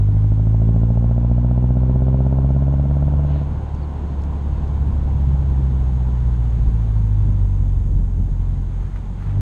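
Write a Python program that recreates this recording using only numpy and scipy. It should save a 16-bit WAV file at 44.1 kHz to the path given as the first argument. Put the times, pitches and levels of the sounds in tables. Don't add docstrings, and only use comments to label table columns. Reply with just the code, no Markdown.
import sys
import numpy as np
from scipy import signal
from scipy.fft import rfft, irfft, next_fast_len
from scipy.io import wavfile
from scipy.ndimage import map_coordinates

SR = 44100
rng = np.random.default_rng(int(sys.argv[2]) if len(sys.argv) > 2 else 0)


def digitize_waveform(pressure):
    field = np.atleast_2d(pressure).T
    bounded = np.clip(field, -1, 1)
    quanta = np.round(bounded * 32767).astype(np.int16)
    wavfile.write(sys.argv[1], SR, quanta)


N = 414960


def amp(db):
    return 10 ** (np.asarray(db) / 20)


def unit(x):
    return x / np.sqrt(np.mean(x ** 2) + 1e-20)


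def clock():
    return np.arange(N) / SR


def curve(rows):
    times, values = np.transpose(rows)
    return np.interp(clock(), times, values)


def wobble(rate_hz):
    knots = rng.standard_normal(int(N * rate_hz / SR) + 4)
    return map_coordinates(knots, [clock() * rate_hz])


def filtered(x, response):
    size = 2 * next_fast_len(N // 2 + SR // 4)
    spectrum = rfft(x, size) * response(np.fft.rfftfreq(size, 1 / SR))
    return irfft(spectrum, size)[:N]


def colour(points, hz):
    point_hz, db = np.transpose(points)
    return amp(np.interp(np.log(hz + 1), np.log(point_hz + 1), db))


def causal(gain):
    cepstrum = irfft(np.log(gain))
    half = len(cepstrum) // 2
    cepstrum[1:half] *= 2
    cepstrum[half + 1:] = 0
    return np.exp(rfft(cepstrum))


def noise(points):
    white = rng.standard_normal(N)
    return unit(filtered(white, lambda hz: colour(points, hz)))


def swells(rows):
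    total = np.zeros(N)
    for start_s, level_db, length_s in rows:
        total += amp(level_db) * np.exp(-.5 * ((clock() - start_s) / length_s) ** 2)
    return total


def impulses(times, sizes):
    places = np.clip(np.round(times * SR).astype(int), 0, N)
    return np.bincount(places, sizes, N + 1)[:N]


# time_s, firing_hz
FIRING_RATE = [(0, 50.12), (0.4, 53.29), (1.3, 59.9), (2.3, 66.34), (3.2, 71.92), (3.8, 72.6), (4.1, 70.66),
               (4.6, 70.65), (5.45, 67.85), (6.1, 62.04), (7, 53.17), (7.5, 47.69), (8, 44.37),
               (8.4, 43.93), (9, 45.9), (9.41, 48.93)]


def exhaust(bark_db, lope, lope_lag):
    rate = curve(FIRING_RATE)
    turn = np.cumsum(rate) / SR - .5
    sway = 1 + lope * np.cos(np.pi * (turn - lope_lag) / 2)
    low = boom(turn, rate, flutter_db=0.1, lag_loaded=0.3, lag_idle=2.15)
    high = overtones(turn, rate, odd_db=-2.5, flutter_db=2.2, lag=0.52)
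    crack = bark(turn, rate, scatter_db=0.66, growth=1.6, doubling_db=2, lead_s=0.00062)
    return sway * (low + high) + amp(bark_db) * crack


# time_s, load_db
ENGINE_LOAD = [(0, -7), (.55, -2), (.8, -.5), (2.9, -0.2), (3.42, -3.5), (3.65, -28), (5, -27.5),
               (5.15, -16.5), (8.5, -20), (9.12, -30.5), (9.41, -3.5)]
# time_s, firing_tone_db
PUFF_STRENGTH = [(0, -20), (.7, -18), (3.25, -18), (3.65, -26), (4.4, -23), (5.3, -17), (7.1, -17.5),
                 (8.6, -20.5), (9.15, -28.5), (9.41, -21.5)]
# frequency_hz, gain_db
CHAMBER_GAIN = [(88, 3.3), (101, 7), (116, 0), (132, -0.2), (143, -2), (152, -4.5), (168, -8.5), (176, -14),
                (192, -12.5), (205, -16), (218, -24.5)]
# start_s (centre), level_db, length_s
BURBLE_SPELLS = [(3.6, -30, 0.1), (4.8, -30, 0.31), (7.85, -34.5, 0.46)]
BURBLE_REST_DB = -50.5
SECOND_GROWTH, THIRD_GROWTH = .39, 0.62


def boom(turn, rate, flutter_db, lag_loaded, lag_idle):
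    load_db = curve(ENGINE_LOAD)
    angle = 2 * np.pi * turn
    lag = np.interp(load_db, [-15, 0], [lag_idle, lag_loaded])
    orders = -np.sin(angle)
    for k, growth in (2, SECOND_GROWTH), (3, THIRD_GROWTH):
        gain = amp(growth * load_db) * colour(CHAMBER_GAIN, k * rate)
        orders += gain * np.cos(k * angle - lag)
    tone = orders_with_flutter(orders, flutter_db)
    half = (angle + np.pi / 2) / 2
    offbeat = np.cos(3 * half) + amp(-4) * np.cos(half)
    burble = (amp(BURBLE_REST_DB) + swells(BURBLE_SPELLS)) * amp(0.64 * wobble(12)) * offbeat
    return np.sqrt(2) * (tone + burble)


def orders_with_flutter(orders, flutter_db):
    return orders * amp(curve(PUFF_STRENGTH) + flutter_db * wobble(30))


# frequency_hz, level_db
PIPE_RESONANCES = [(190, -40.5), (235, -31), (260, -33.5), (285, -37), (320, -43.5), (350, -52), (385, -42),
                   (402, -43), (430, -59), (480, -51.5), (520, -44.5), (560, -58), (640, -56), (760, -66.5)]


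def overtones(turn, rate, odd_db, flutter_db, lag):
    out = np.zeros(N)
    for k in range(4, 10):
        gain = amp(odd_db * (k % 2)) * colour(PIPE_RESONANCES, k * rate)
        out += gain * np.cos(2 * np.pi * k * turn - lag)
    return np.sqrt(2) * out * amp(curve(ENGINE_LOAD) + flutter_db * wobble(60))


CYLINDER_FRONTS = [1.5, -21, -23, -8]
# frequency_hz, relative_gain_db
MUFFLER_RINGING = [(50, -5), (170, 10), (250, 6), (320, -11), (390, 0.5), (435, -15), (510, -0.5), (660, 4),
                   (750, -6.5), (860, -5), (1000, -18), (1160, -32.5), (1340, -17), (1700, -41.5),
                   (5000, -87.5)]


def bark(turn, rate, scatter_db, growth, doubling_db, lead_s):
    index = np.arange(int(turn[-1]) + 1)
    times = np.interp(index, turn, clock())
    force_db = growth * curve(ENGINE_LOAD) + doubling_db * np.log2(rate / rate.mean())
    front_db = np.take(CYLINDER_FRONTS, index, mode="wrap") + np.interp(times, clock(), force_db)
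    scatter = scatter_db * rng.standard_normal(len(times))
    fronts = impulses(times - lead_s, amp(front_db + scatter))
    return unit(filtered(fronts, lambda hz: causal(colour(MUFFLER_RINGING, hz))))


# frequency_hz, relative_db_per_hz
WHIRR_SPECTRUM = [(100, -3.5), (240, 7.5), (350, 4.5), (600, -2.5), (750, 0.5), (880, 0.5), (1040, -2),
                  (1220, -13.5), (1450, -11.5), (1900, -25), (3000, -25.5), (6000, -50), (12000, -79)]
WHIRR_DB, WHIRR_DB_PER_DOUBLING = -41.5, 12


def whirr():
    rate = curve(FIRING_RATE)
    revs = np.log2(rate / rate.mean())
    return amp(WHIRR_DB + WHIRR_DB_PER_DOUBLING * revs + 0.53 * wobble(25)) * noise(WHIRR_SPECTRUM)


def sigh(level_db, length_s):
    spectrum = [(800, -18), (1800, 3.5), (3000, 1), (4200, -1.5), (5000, -21), (9000, -28), (13000, -27.5)]
    return swells([(3.35, level_db, length_s)]) * noise(spectrum)


# time_s, relative_level_db
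SURFACE_ROAR = [(0, -60), (1.6, -63.5), (3.8, -58.5), (5.4, -58), (6.7, -57), (7.7, -61), (8.1, -64),
                (8.45, -60.5), (9.1, -60), (9.41, -57.5)]
# frequency_hz, relative_db_per_hz
TYRE_SPECTRUM = [(200, 1), (700, -2), (1000, 7.5), (1250, 6), (1500, 3.5), (2100, 1.5), (2600, -4),
                 (3600, -3.5), (4400, -9), (6000, -17.5), (12000, -51.5)]


def tyres(tyre_db):
    return amp(curve(SURFACE_ROAR) + tyre_db + 0.49 * wobble(25)) * noise(TYRE_SPECTRUM)


# start_s (centre), relative_level_db, length_s
ROUGH_PATCHES = [(8.805, -50, 0.003), (8.85, -55.5, 0.08), (8.965, -49, 0.0079), (9.27, -51, 0.056)]


def scuffs(grain_db):
    spectrum = [(300, -19), (1000, 10.0), (2200, -1.5), (3800, -16.0), (6000, -23.0), (13000, -28.5)]
    return swells(ROUGH_PATCHES) * amp(grain_db * wobble(250)) * noise(spectrum)


# start_s, relative_peak_db
GRIT_TICKS = [(3.7483, -50.5), (4.2192, -50.5), (4.2368, -47.5), (4.6794, -54.5), (7.9149, -54.5)]


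def grit(level_db, t60_s):
    times, db = np.transpose(GRIT_TICKS)
    t = np.arange(SR // 20) / SR
    decay = amp(-60 * t / t60_s)
    envelope = signal.fftconvolve(impulses(times, amp(db + level_db)), decay)[:N]
    return envelope * noise([(1000, -4.5), (4000, 4.5), (7000, 1.5), (11000, -20), (14000, -8.0)])


# start_s (centre), level_db, length_s
BODY_BUMPS = [(2.43, -26, 0.02), (4.9, -24.5, 0.088), (6.66, -19, 0.033), (7.25, -20, 0.0095),
              (7.42, -19, .035), (7.92, -21, 0.097), (8.21, -15.5, 0.017)]


def bumps():
    spectrum = [(10, -34.5), (35, 9.5), (70, 7.5), (140, -3.5), (250, -15.5), (400, -26.5), (1500, -74.0)]
    return swells(BODY_BUMPS) * noise(spectrum)


# time_s, level_db
WIND_LEVEL = [(0, -28.5), (1.6, -31), (3.1, -27), (3.8, -29), (5.1, -24.5), (6.2, -27.5), (7.7, -27),
              (9, -29.5), (9.41, -29.5)]
# frequency_hz, relative_db_per_hz
WIND_SPECTRUM = [(8, -18.5), (20, -10), (35, -2), (65, -4), (110, -6.5), (160, -7), (240, -16.5),
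                 (320, -25.5), (600, -36), (2000, -77.5)]


def wind(lumps_db):
    return amp(curve(WIND_LEVEL) + lumps_db * wobble(30)) * noise(WIND_SPECTRUM)


# time_s, share_of_top_speed
ROAD_SPEED = [(0, 0.72), (1.7, .56), (4.4, 0.81), (6.6, 0.95), (9.41, 0.85)]
# frequency_hz, relative_db_per_hz
HISS_SPECTRUM = [(500, 5.5), (3500, 3.5), (4500, -1.5), (5600, 0.5), (6150, 5.5), (6500, 14.5), (6900, 6.5),
                 (8000, 5), (9200, 1), (10200, -8), (11700, -4.5), (13000, -12.5), (13900, -29)]
AIR_DB, AIR_DB_PER_DOUBLING = -64, 8


def air_hiss():
    speed = np.log2(curve(ROAD_SPEED))
    return amp(AIR_DB + AIR_DB_PER_DOUBLING * speed + .3 * wobble(30)) * noise(HISS_SPECTRUM)


# start_s (centre), relative_level_db, pitch_hz (at the centre)
BIRD_CHIRPS = [(.13, -73, 4700), (.2, -72, 4700), (3.761, -67, 4400), (3.787, -66, 4700),
               (3.833, -59, 4480), (4.19, -67, 4450), (4.535, -67, 4400), (4.58, -66, 4400)]


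def chirps(level_db, length_s, fall):
    out = np.zeros(N)
    for start_s, db, pitch_hz in BIRD_CHIRPS:
        near = np.abs(clock() - start_s) < .04
        t = clock()[near] - start_s
        whistle = np.sin(2 * np.pi * pitch_hz * (t - fall * t * t))
        out[near] += amp(db + level_db) * np.exp(-.5 * (t / length_s) ** 2) * whistle
    return out


def scene():
    engine = exhaust(bark_db=-39.0, lope=0.13, lope_lag=0.3) + whirr() + sigh(level_db=-54.5, length_s=0.06)
    road = tyres(tyre_db=3.5) + scuffs(grain_db=4.5) + grit(level_db=-1.5, t60_s=.02) + bumps()
    air = wind(lumps_db=1.5) + air_hiss()
    birds = chirps(level_db=1.5, length_s=0.0071, fall=1.6)
    return (engine + road + air + birds)[None]


TOP_HZ = 13910


def record(dry):
    return filtered(dry[0], lambda hz: hz < TOP_HZ)[None]


dry = scene()
out = record(dry)
digitize_waveform(out)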